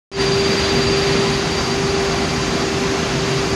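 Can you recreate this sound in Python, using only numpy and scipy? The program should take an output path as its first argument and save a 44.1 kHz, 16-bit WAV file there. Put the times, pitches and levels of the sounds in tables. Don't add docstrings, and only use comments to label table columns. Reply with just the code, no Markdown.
import sys
import numpy as np
from scipy import signal
from scipy.fft import rfft, irfft, next_fast_len
from scipy.io import wavfile
from scipy.ndimage import uniform_filter1d, map_coordinates

SR = 44100
rng = np.random.default_rng(int(sys.argv[2]) if len(sys.argv) > 2 else 0)


def persist_wave(psi):
    counts = np.round(np.clip(psi, -1, 1) * 32767).astype(np.int16)
    wavfile.write(sys.argv[1], SR, np.atleast_2d(counts).T)


def voltage_ratio(decibels):
    exponent = np.asarray(decibels, float) / 20
    return 10 ** exponent


N = 156555

# time in seconds, pitch in Hz, level in dB.
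MOTOR_HUM = [(.1, 392.6, -19.5), (.4, 394.4, -18.5), (.62, 392.5, -23.5), (.9, 395, -20),
             (1.25, 394.4, -20), (1.55, 392.3, -28), (1.8, 393, -24), (1.97, 393.3, -20.5),
             (2.3, 392.2, -28), (2.5, 392, -28.5), (2.8, 391.8, -22.5), (3.15, 389.6, -27.5),
             (3.3, 391.4, -25.5), (3.55, 392, -22)]
# pitch in Hz, width in Hz, level in dB rms.
PANEL_RINGS = [(137.4, 11.6, -32.5), (161, 17, -32.5), (239.1, 9, -34), (315, 24, -35.5),
               (694.2, 20, -38.5), (822.6, 18, -41), (1011, 19, -44.5), (1376, 40, -47.5), (1982, 44, -45),
               (2700, 160, -44), (4230, 20, -64), (5070, 54, -47)]
# time in seconds, lower whine in Hz, gap up to the other in Hz, lower dB, upper dB.
MOTOR_WHINES = [(.1, 4708.3, 16, -31, -30), (.6, 4708, 16, -31, -30), (.8, 4708, 17.3, -29, -32),
                (.95, 4704, 20.3, -30, -33), (1.2, 4698.5, 20.3, -33, -34), (1.33, 4699, 17, -33, -34),
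                (1.44, 4697, 16, -42, -36), (1.58, 4697, 14.8, -30, -37), (1.71, 4697, 14.8, -30, -39),
                (1.79, 4699, 16, -42, -40), (1.9, 4698, 18.5, -32, -38), (2.08, 4701, 18.5, -43, -41),
                (2.2, 4700, 16.3, -36, -38), (2.35, 4699.5, 16.2, -35, -39), (2.7, 4698, 16.3, -39, -46),
                (2.95, 4695, 17, -48, -49), (3.3, 4698, 17, -37, -41), (3.55, 4700, 16, -37, -40)]
# multiple of the whine, lower motor in dB, upper motor in dB.
MOTOR_ORDERS = [
    (1 / 4, -44.5, -58.5),
    (1 / 2, -44, -54),
    (2, -67, -61),
]
# time in seconds, level of the roar in dB.
FACING_MACHINE = [
    (0.25, -26),
    (0.3, -26.5),
    (0.79, -25.5),
    (1.95, -27.5),
    (3.54, -28),
    (3.55, -32),
]
# pitch in Hz, level in dB per Hz.
RUMBLE_COLOUR = [(15, -46), (25, -28), (54, -1.5), (107, -2.5), (145, -3.5), (208, -2.5), (244, -0.5),
                 (354, -9.5), (370, -5), (480, -32.5), (810, -120)]
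ROAR_COLOUR = [(190, -30), (330, -6), (392, -7.5), (442, -6.5), (515, -9.5), (785, -11), (904, -13),
               (1020, -11), (4400, -20.5), (5720, -32), (9680, -120)]
GEAR_COLOUR = [(1200, -16.5), (1800, -3), (2700, -0.5), (3200, -4), (4200, -2.5), (5200, -15.5)]
AIR_COLOUR = [(3500, -9.5), (4400, -3.5), (5200, -0.5), (5700, -2.5), (6500, -0.5), (8000, -14),
              (10500, -18.5), (13700, -30.5)]
# pitch in Hz, level in dB per Hz.
SIDE_COLOUR = [(600, -11), (4000, -7), (7500, -7), (10500, -1), (13500, -16)]
# start in seconds, length in seconds.
DULL_MOMENTS = [(.13, .02), (.19, .02), (.28, .06), (.425, .025), (.655, .015), (.865, .02), (.95, .015),
                (1.18, .015), (1.955, .035), (2.865, .01)]
# pitch in Hz, usual level over the rounding step in dB.
ROUNDING_FINENESS = [(5000, 24), (6900, 17), (7900, 3), (9600, -1), (11000, -2), (12500, -3), (13800, -5)]


def unit(x):
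    return x / np.sqrt(np.mean(x ** 2) + 1e-20)


def curves(rows):
    s, *columns = np.transpose(rows)
    return [np.interp(np.arange(N) / SR, s, column) for column in columns]


def wobble(rate):
    knots = rng.standard_normal(int(N * 40 / SR) + 4)
    return map_coordinates(knots, [np.arange(N) * min(rate, 40) / SR])


def filtered(x, response):
    m = next_fast_len(N + 8192)
    return irfft(rfft(x, m) * response(np.fft.rfftfreq(m, 1 / SR)), m)[:N]


def rush(colour, patchy_db):
    z = signal.stft(rng.standard_normal(N), nperseg=512)[2]
    patches = uniform_filter1d(rng.standard_normal(z.shape), size=5, axis=0)
    patches = uniform_filter1d(patches, size=12, axis=1)
    x = signal.istft(z * voltage_ratio(patchy_db * unit(patches)), nperseg=512)[1][:N]
    f, db = np.transpose(colour)
    return unit(filtered(x, lambda hz: voltage_ratio(np.interp(np.log(hz + 1), np.log(f + 1), db, -120, -120))))


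def tone(hz, db, turns=0):
    return np.sqrt(2) * voltage_ratio(db) * np.sin(2 * np.pi * (np.cumsum(hz) / SR + turns))


def side_hiss():
    return voltage_ratio(-67) * rush(SIDE_COLOUR, patchy_db=9)


def motor_hum():
    hz, db = curves(MOTOR_HUM)
    hum = tone(hz, db + 0.35 * wobble(13))
    octave = tone(783.5 + 1.44 * wobble(3.05), -41.5 + 4.0 * wobble(3.66))
    return hum + octave


def ring(centre, width):
    def response(f):
        return (1j * f * width / (centre * centre - f * f + 1j * f * width)) ** 2
    return unit(filtered(rng.standard_normal(N), response))


def panels():
    return sum(voltage_ratio(db + 0.72 * wobble(2.5)) * ring(hz, width) for hz, width, db in PANEL_RINGS)


def motors():
    hz, gap, lower_db, upper_db = curves(MOTOR_WHINES)
    lower = tone(hz, lower_db + .7 * wobble(9))
    upper = tone(hz + gap, upper_db + .7 * wobble(9), turns=.62)
    out = lower + upper
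    for multiple, a_db, b_db in MOTOR_ORDERS:
        out += tone(multiple * hz, a_db + 1.3 * wobble(4.3))
        out += tone(multiple * (hz + gap), b_db + 4.2 * wobble(3.8))
    return out


def printing_machine():
    turn_db, = curves(FACING_MACHINE)
    turn_db = turn_db - turn_db.mean() + .15 * wobble(3)
    rumble = voltage_ratio(-24.5 + 0.57 * turn_db + .5 * wobble(5)) * rush(RUMBLE_COLOUR, patchy_db=.7)
    roar = voltage_ratio(-23.5 + 0.36 * turn_db + 0.61 * wobble(7)) * rush(ROAR_COLOUR, patchy_db=0.57)
    gears = voltage_ratio(-32.5 + 4 * turn_db + 0.65 * wobble(4.6)) * rush(GEAR_COLOUR, patchy_db=1.5)
    air = voltage_ratio(-31 + 0.4 * turn_db + 0.22 * wobble(6.13)) * rush(AIR_COLOUR, patchy_db=0.62)
    return rumble + roar + gears + air


def scene():
    side = side_hiss()
    mid = motor_hum() + panels() + motors() + printing_machine()
    return np.array([mid + side, mid - side])


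def rough_treble(x):
    size, grid = 1024, 616
    count, k, n = N // size + 3, np.arange(size), np.arange(2 * size)
    basis = np.cos(np.pi / size * (k[:, None] + .5) * (n + .5 + size / 2)) * np.sqrt(2 / size)
    basis *= signal.windows.kaiser_bessel_derived(2 * size, 4 * np.pi)
    lead = size - grid
    at = np.arange(count)[:, None] * size + n
    lines = np.pad(x, (lead, 5 * size))[at] @ basis.T
    hz, t = (k + .5) * SR / 2 / size, (at[:, size] - lead) / SR

    usual = np.sqrt(uniform_filter1d(np.mean(lines ** 2, axis=0), size=40))
    patches = uniform_filter1d(rng.standard_normal((count, size // 4)), size=3, axis=0)
    patches = uniform_filter1d(patches, size=2, axis=1)
    patch_db, frame_db = 9, 2
    scatter_db = patch_db * np.repeat(unit(patches), repeats=4, axis=1)
    scatter_db = scatter_db + frame_db * rng.standard_normal((count, 1))
    step = usual * voltage_ratio(scatter_db - np.interp(hz, *np.transpose(ROUNDING_FINENESS))) + 1e-12

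    top = 13800 - 520 * uniform_filter1d(rng.exponential(size=count), size=2)
    for s, length in DULL_MOMENTS:
        top[abs(t - s - length / 2) < length / 2 + .012] = 11350
    silent_below = .6
    rounded = np.floor(abs(lines) / step + 1 - silent_below) * step
    lines = np.sign(lines) * rounded * (hz < top[:, None])
    return np.bincount(at.ravel(), (lines @ basis).ravel())[lead:lead + N]


def top_cut(x):
    return signal.sosfilt(signal.butter(12, 13740, fs=SR, output="sos"), x)


def record(dry):
    open_s, fade_s, fade_db = .1158, 0.09, -17
    u = (np.arange(N) / SR - open_s) / fade_s
    left, right = dry * voltage_ratio(fade_db * np.clip(1 - u, 0, 1))
    mid = rough_treble((left + right) / 2)
    side = (left - right) / 2
    mix = (u > 0) * np.array([mid + side, mid - side])
    return top_cut(mix)


dry = scene()
out = record(dry)
persist_wave(out)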